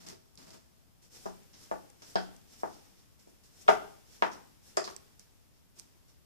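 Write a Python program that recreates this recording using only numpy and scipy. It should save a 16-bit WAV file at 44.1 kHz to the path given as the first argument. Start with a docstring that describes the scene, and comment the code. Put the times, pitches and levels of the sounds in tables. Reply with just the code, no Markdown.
"""Cat in a litter tub

A cat in a plastic tub in a small tiled room shuffles litter, then sweeps a paw over the tiles; most sweeps
end in a hollow knock: a soft push filtered by contact and wall, ringing tub modes and room.
Claws are short noise bursts; paw and litter are grains over noise; a low rumble and faint hiss lie below.
Late claw taps and a scuff follow as it steps out. Two microphone ports of opposite polarity hear it."""
import sys
import numpy as np
from scipy import signal
from scipy.fft import rfft, irfft
from scipy.io import wavfile

SR = 44100
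rng = np.random.default_rng(int(sys.argv[2]) if len(sys.argv) > 2 else 0)


def to_wav(sig):
    """Store sig (one row per channel, or 1-D mono) as 16-bit WAV at the path in sys.argv[1].

    Samples outside -1..1 are clipped; the rate is SR.
    """
    pcm = np.clip(np.atleast_2d(sig), -1, 1) * 32767
    pcm = np.round(pcm).astype(np.int16)
    wavfile.write(sys.argv[1], SR, pcm.T)  # frames by channels


N = 275757
TIME_S = np.arange(N) / SR
FREQ_HZ = np.maximum(np.fft.rfftfreq(N, 1 / SR), 1)
RING_TIME_S = TIME_S[:SR * 3 // 4]

# Paw blows on the tub, some as contacts a few ms apart:
# start_s, relative_level_db, treble_fall_db_per_octave, wall_spot_hz, spot_lift_db, bottom_share_db
KNOCKS = [(.128, -37.5, 20, 378, 9, 3), (.545, -41, 12, 403, 3, 10), (1.2571, -23.5, 29, 403, 0, 10),
          (1.2621, -19.5, 24.5, 573, -15, 5), (1.7139, -15, 21, 527, 7.5, 8),
          (1.7173, -22, 17, 790, 14.5, -14), (2.0216, -34, 6, 1200, 2, 0),
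          (2.1565, -10.5, 39, 740, 7.5, 13), (2.1611, -17, 6.5, 1525, 17, 2),
          (2.6339, -13.5, 25, 830, 4.5, 0), (3.273, -38.5, 20, 270, 6.5, 3),
          (3.6829, -5.5, 11, 1260, 12.5, -6.5), (3.6880, -1.5, 14, 438, 15, -7),
          (3.6894, 0.5, 21.5, 634, 5.5, -7), (4.2238, -3, 12.5, 936, 5.5, 1), (4.7734, -9, 14, 393, 12, -2),
          (4.7750, -17, 19, 612, 10, -1), (4.877, -23, 10, 1110, 8, -3)]
# Tub ring modes: mode_hz, relative_level_db, t60_s
TUB_MODES = [(360, -15, 0.22), (403.2, -15, .3), (533, -20.5, 0.34), (643.4, -1.5, .2), (804, -20.5, 0.62),
             (867, -18, .22), (918, -13.5, 0.26), (1176, -12.5, .27), (1277, -16.5, .3), (1324, -15, .3),
             (1540, -14.5, .12), (1680, -21, .12), (1932, -20.5, 0.28), (2182, -29, .27)]
# Modes of the loaded tub bottom: mode_hz, relative_level_db, t60_s
BOTTOM_MODES = [(181.4, -60, 0.47), (371, -59.5, .23)]
# Contact corner nears FIRM_HZ for firm blows and is half of it at GENTLE_DB
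FIRM_HZ, GENTLE_DB = 1083, -34.5

# Claws catch the tub wall: start_s, relative_level_db, time_to_peak_s, left_minus_right_db, pitch_hz
WALL_CLAWS = [(2.156, -27, 0.00087, 0.5, 4730), (3.6787, -27.5, 0.00091, -2, 3400),
              (3.69, -31, 0.0015, 4, 6100), (4.2216, -43, 0.00035, -13, 3160),
              (4.7695, -20.5, 0.00074, 2.5, 6000), (4.8394, -35.5, .0032, 1, 5690)]
# Claws tap tiles or rim: start_s, relative_level_db, time_to_peak_s, left_minus_right_db
TILE_CLAWS = [(0.3545, -45, 0.00064, 1), (1.432, -53, 0.00082, 6), (1.9, -48, 0.0012, 4),
              (2.364, -43.5, .0008, -1), (3.609, -52, 0.0085, 10), (4.964, -30, 0.00054, -10),
              (5.195, -38, 0.00067, -3.5), (5.7866, -48.5, 0.0046, -15), (5.7967, -31.5, 0.00058, -9.5)]
# Granules click in the tub: start_s, relative_level_db, time_to_peak_s, left_minus_right_db
GRANULES = [(0.064, -44, 0.0021, 0), (0.087, -33.5, 0.00034, 10.5), (0.1, -37, 0.00056, 0),
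            (0.3748, -41, .00087, -2), (0.505, -45, 0.0009, -3)]
WALL_CLAW_ROOM_DB = 3
TILE_CLAW_HZ, TILE_CLAW_ROOM_DB = 7790, -17
GRANULE_HZ, GRANULE_ROOM_DB = 5750, -5.5

# Paw sweeps over the tiles, gathering speed:
# start_s, length_s, relative_level_db, hiss_above_about_7_khz_db
SWEEPS = [(1.095, .07, -53, 3), (1.185, .05, -58, 5), (1.53, .11, -56, 3), (1.975, .135, -55.5, 3.5),
          (2.46, .08, -57.5, 2), (2.57, .035, -57, 5), (2.61, .14, -59.5, -2.5), (2.76, .09, -68, -1),
          (2.92, .08, -65.5, -5.5), (3.24, .06, -68.5, 5), (3.49, .135, -59, 4), (4.04, .12, -58, 2),
          (4.605, .085, -59.5, 5), (5.48, .1, -72.5, -7), (5.745, 0.044, -58, 3)]
# Paw lands or drags on the tub wall: start_s, length_s, relative_level_db, hiss_above_about_7_khz_db
SCUFFS = [(1.016, 0.039, -63.5, 3), (1.255, 0.0083, -52.5, -1.5), (1.528, 0.031, -57.5, -8),
          (1.71, 0.016, -58.5, 4.5), (2.018, 0.015, -54.5, -10), (2.155, 0.078, -57.5, -0.5),
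          (3.187, .025, -64.5, 4.5), (3.43, 0.032, -63.5, 4), (3.69, 0.029, -47, 2.5),
          (4.222, 0.041, -53.5, -2), (4.312, 0.021, -52, -4.5), (4.838, 0.067, -52.5, -1.5),
          (5.19, 0.022, -62.5, 0.5), (6.078, 0.022, -66.5, 0)]
# Paw rub spectrum: freq_hz, gain_db
SWEEP_COLOUR = [(120, -1), (350, 0), (600, -6), (1100, -13), (2800, -12.5), (4200, -7), (4900, -5.5),
                (5450, -0.5), (6200, -3), (7500, -7), (10000, -11.5), (15000, -16.5)]
# Spectrum of the hiss lingering after each rub: freq_hz, gain_db
LINGER_COLOUR = [(150, 10), (330, 3), (1100, -7), (4000, -8), (5400, -4.5), (7500, -6), (15000, -9)]
SWEEP_ATTACK_SHARE, SWEEP_RELEASE_DB_PER_S = 0.95, 168.5
SCUFF_ATTACK_SHARE, SCUFF_RELEASE_DB_PER_S = 0.25, 233
LINGER_DB, LINGER_TIME_CONSTANT_S = 1, 0.28
PAW_LEFT_MINUS_RIGHT_DB = 1

# Paw stirs the litter: start_s, length_s, relative_level_db
STIRS = [(0, 0.051, -58), (.063, 0.044, -51), (.375, 0.064, -58), (.46, 0.092, -59), (.53, 0.016, -58.5)]
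# Litter crunch spectrum: freq_hz, gain_db
LITTER_COLOUR = [(60, -8), (170, 9), (400, 0.5), (550, -5), (1000, -7.5), (1500, -10), (3200, -12),
                 (5200, -5), (7500, -8), (10000, -13), (15000, -17.5)]
STIR_ATTACK_SHARE, STIR_RELEASE_DB_PER_S, STIR_LINGER_DB = 0.11, 226, -9

# Tiled room tail by band: centre_hz, t60_s, relative_level_db
ROOM = [(222, 0.94, -2.5), (345, 0.51, 2.5), (505.4, 0.49, -3.5), (893, 0.46, -1), (1735, 0.43, 1),
        (3056, 0.47, -5), (5360, 0.22, -1), (9860, 0.23, -5.5)]
# Quiet room spectrum: freq_hz, gain_db
AIR = [(15, -32), (25, -4.5), (81, -1.5), (264, -13.5), (394, -19), (475, -21), (856, -25.5), (1150, -27.5),
       (1390, -30.5), (1860, -31.5), (2020, -32), (15000, -29.5)]
AIR_DB = -62.5

# Colour of the left microphone port: freq_hz, gain_db
LEFT_PORT = [(300, 0.5), (3500, 1.5), (4600, -4.5), (6800, -1), (10000, -3), (15000, -3.5)]
# Colour of the right microphone port: freq_hz, gain_db
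RIGHT_PORT = [(150, -1), (500, -2.5), (1300, 1), (3800, -1.5), (5250, 3), (6200, -2.5), (7800, -5),
              (15000, -3.5)]
TOP_HZ = 14750


def knocks(spot_q=7.6, radiate_hz=290, pad_hz=8000):
    """A soft pad pushes the wall: the harder the blow, the higher the corner of the push."""
    size = 2048
    freq_hz = np.fft.rfftfreq(size, 1 / SR) + 1
    force, load = np.zeros((2, N))
    for start_s, level_db, fall_db, spot_hz, lift_db, bottom_db in KNOCKS:
        corner_hz = FIRM_HZ / (1 + undb(GENTLE_DB - level_db))
        contact = (1 + (freq_hz / corner_hz) ** 4) ** (-fall_db / 24)
        detune = freq_hz / spot_hz - spot_hz / freq_hz
        spot = 1 + (undb(lift_db) - 1) / (1 + 1j * spot_q * detune)
        push = np.roll(irfft(contact * spot), size // 2)
        push = undb(level_db) * push / push.max()
        start = int(start_s * SR) - size // 2
        force[start:start + size] -= push
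        load[start:start + size] -= push * undb(bottom_db)
    # A small wall radiates little bass; the loaded bottom thumps on its own
    wall = band(band(force, "high", radiate_hz, order=3), "low", pad_hz)
    bottom = sum(undb(db - 60 * RING_TIME_S / t60_s) * np.sin(2 * np.pi * hz * RING_TIME_S)
                 for hz, db, t60_s in BOTTOM_MODES)
    thump = convolve(load, bottom[None])[0]
    ring = undb(-49.5) * tub_ring(phase_spread_rad=0.72)
    echo = room(early_db=-26.0, early_t60_s=0.19, late_db=-36.5, gap_s=0.0012)
    direct = two_ports(wall + thump, lag_s=0.00006)
    return direct * pan(0.25) + convolve(wall, ring + echo) * pan(0.94)


def tub_ring(phase_spread_rad):
    """Decaying tub modes, each reaching the two opposed ports a little out of step."""
    t = RING_TIME_S
    opposed = np.array([[1], [-1]])
    skews = phase_spread_rad * rng.choice([-1, 1], (len(TUB_MODES), 1, 1)) * opposed
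    ring = sum(undb(db - 60 * t / t60_s) * np.cos(2 * np.pi * hz * t + skew)
               for (hz, db, t60_s), skew in zip(TUB_MODES, skews))
    return ring * opposed


def two_ports(x, lag_s):
    """A near sound meets the right port first, then the left one, of opposite polarity."""
    return np.array([np.interp(TIME_S - lag_s, TIME_S, x), -x])


def ticks():
    """A claw or granule skips briefly as a band-limited noise burst, and the tiles echo it."""
    direct, room_send = np.zeros((2, 2, N))
    t = TIME_S[:SR // 25]
    events = [(*row, WALL_CLAW_ROOM_DB) for row in WALL_CLAWS]
    events += [(*row, TILE_CLAW_HZ, TILE_CLAW_ROOM_DB) for row in TILE_CLAWS]
    events += [(*row, GRANULE_HZ, GRANULE_ROOM_DB) for row in GRANULES]
    for start_s, level_db, peak_s, side_db, pitch_hz, room_db in events:
        swell = t / peak_s * np.exp(1 - t / peak_s)
        noise = rng.standard_normal((2, len(t))) * swell
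        ring = band(noise, "band", [pitch_hz / 1.47, pitch_hz * 1.16])
        crack = undb(-15) * band(noise, "band", [pitch_hz / 4, pitch_hz * 1.5])
        tick = (ring + crack) / rms(ring + crack) * rms(swell)
        tick = tick * undb(level_db - 5.0) * pan(side_db)
        start = int(start_s * SR)
        direct[:, start:start + len(t)] += tick
        room_send[:, start:start + len(t)] += tick * undb(room_db)
    echo = room(early_db=-31.5, early_t60_s=0.2, late_db=-28.5, gap_s=0.0009)
    return direct + convolve(room_send, echo)


def rubbing():
    """The furry pad rubs with fine grit under it; pressing claws sound darker than brushing fur."""
    pressing, brushing = np.zeros((2, N))
    for table, *shape in ((SWEEPS, SWEEP_ATTACK_SHARE, SWEEP_RELEASE_DB_PER_S),
                          (SCUFFS, SCUFF_ATTACK_SHARE, SCUFF_RELEASE_DB_PER_S)):
        press_rows = [(start_s, length_s, db) for start_s, length_s, db, _ in table]
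        brush_rows = [(start_s, length_s, db + hiss_db) for start_s, length_s, db, hiss_db in table]
        pressing = np.hypot(pressing, strokes(press_rows, *shape))
        brushing = np.hypot(brushing, strokes(brush_rows, *shape))
    rub = band(grit(SWEEP_COLOUR, rate_hz=2500, spread_db=2.0, rub_db=1.0), "high", 92)
    rasp = colour(rub, [(6500, 0), (9000, -30)])
    hiss = rub - rasp
    trail = colour(diffuse(N, opposed_hz=600, leak=0.49), LINGER_COLOUR)
    trail = trail / rms(trail) * undb(LINGER_DB) * linger(brushing)
    return (rasp * pressing + hiss * brushing + trail) * pan(PAW_LEFT_MINUS_RIGHT_DB)


def litter():
    """Granules crunch under the paw, settle slowly and set the tub ringing faintly."""
    stir = strokes(STIRS, STIR_ATTACK_SHARE, STIR_RELEASE_DB_PER_S)
    level = np.hypot(stir, undb(STIR_LINGER_DB) * linger(stir))
    crunch = grit(LITTER_COLOUR, rate_hz=510, spread_db=1.5, rub_db=6.5) * level
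    return crunch + convolve(crunch[0], undb(-41) * tub_ring(phase_spread_rad=0.35))


def grit(points, rate_hz, spread_db, rub_db):
    """Countless grains of uneven size click over a smooth rub; unit RMS in the treble."""
    sizes = undb(spread_db * np.minimum(rng.exponential(size=N), 3)) * rng.choice([-1, 1], (2, N))
    clicks = sizes * (rng.random(N) < rate_hz / SR)
    echo = room(early_db=-25.0, early_t60_s=0.016, late_db=-33, gap_s=0.003)
    clicks = clicks + convolve(clicks, echo)
    rub = undb(rub_db) * diffuse(N, opposed_hz=605, leak=0.36)
    sound = colour(clicks / rms(clicks) + rub, points)
    return sound / rms(band(sound, "high", 4000, order=4))


def strokes(rows, attack_share, release_db_per_s):
    """Each stroke swells over a share of its length, holds and dies away; powers add."""
    power = np.zeros(N)
    for start_s, length_s, level_db in rows:
        attack = np.clip((TIME_S - start_s) / (attack_share * length_s), 0, 1)
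        past_end_s = np.maximum(TIME_S - start_s - length_s, 0)
        power += (undb(level_db - release_db_per_s * past_end_s) * attack) ** 2
    return np.sqrt(power)


def linger(level):
    """A level that follows the strokes sluggishly and fades slowly."""
    keep = np.exp(-1 / (LINGER_TIME_CONSTANT_S * SR))
    return signal.lfilter([1 - keep], [1, -keep], level)


def room(early_db, early_t60_s, late_db, gap_s):
    """Close walls answer after a short gap; a darker tail decays band by band."""
    t = RING_TIME_S
    centre_hz, t60_s, level_db = np.transpose(ROOM)
    spectrum = rfft(diffuse(len(t), opposed_hz=990, leak=0.47))
    log_hz = np.log(np.fft.rfftfreq(len(t), 1 / SR) + 1)
    tail = 0
    for share, decay_s, db in zip(np.eye(len(centre_hz)), t60_s, level_db):
        weight = np.interp(log_hz, np.log(centre_hz), share)
        tail = tail + irfft(spectrum * weight, len(t)) * undb(db - 60 * t / decay_s)
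    early = diffuse(len(t), opposed_hz=1110, leak=0.38) * undb(-60 * t / early_t60_s)
    return (undb(early_db) * early + undb(late_db) * tail) * np.clip(t / gap_s - 1, 0, 1)


def air():
    """Low room rumble and a faint even hiss: steady coloured noise."""
    noise = colour(diffuse(N, opposed_hz=294, leak=0.4), AIR)
    return noise / rms(noise) * undb(AIR_DB) * pan(0.8)


def diffuse(size, opposed_hz, leak):
    """Noise at two ports of opposite polarity: partly mirrored in the bass, unrelated in the treble."""
    mid, side = rng.standard_normal((2, size))
    mid = leak * mid + (1 - leak) * band(mid, "high", opposed_hz, order=1)
    return (mid + side * np.array([[1], [-1]])) / np.sqrt(2)


def undb(db):
    """Decibels to gain."""
    return 10 ** (np.asarray(db) / 20)


def pan(left_minus_right_db):
    """Left and right gains for a level difference."""
    return undb(np.array([[0.5], [-0.5]]) * left_minus_right_db)


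def colour(x, points):
    """Filter by a (freq_hz, gain_db) spectrum, interpolated over log frequency."""
    hz, db = np.transpose(points)
    return irfft(rfft(x) * undb(np.interp(np.log(FREQ_HZ), np.log(hz), db)), N)


def band(x, kind, hz, order=2):
    """Butterworth filter."""
    edges_hz = np.clip(hz, 10, 0.45 * SR)
    return signal.sosfilt(signal.butter(order, edges_hz, kind, fs=SR, output="sos"), x)


def rms(x):
    """Root mean square."""
    return np.sqrt(np.mean(x ** 2))


def convolve(x, response):
    """Play a sound through a response of one or two channels."""
    return signal.fftconvolve(np.atleast_2d(x), response, axes=1)[:, :N]


def scene():
    """Cat, tub and room together."""
    return knocks() + ticks() + rubbing() + litter() + air()


def record(dry):
    """Each microphone port has its own resonance; the top is cut."""
    ports = np.array([colour(dry[0], LEFT_PORT), colour(dry[1], RIGHT_PORT)])
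    return signal.sosfilt(signal.ellip(10, 0.2, 70, TOP_HZ, fs=SR, output="sos"), ports)


dry = scene()
out = record(dry)
to_wav(out)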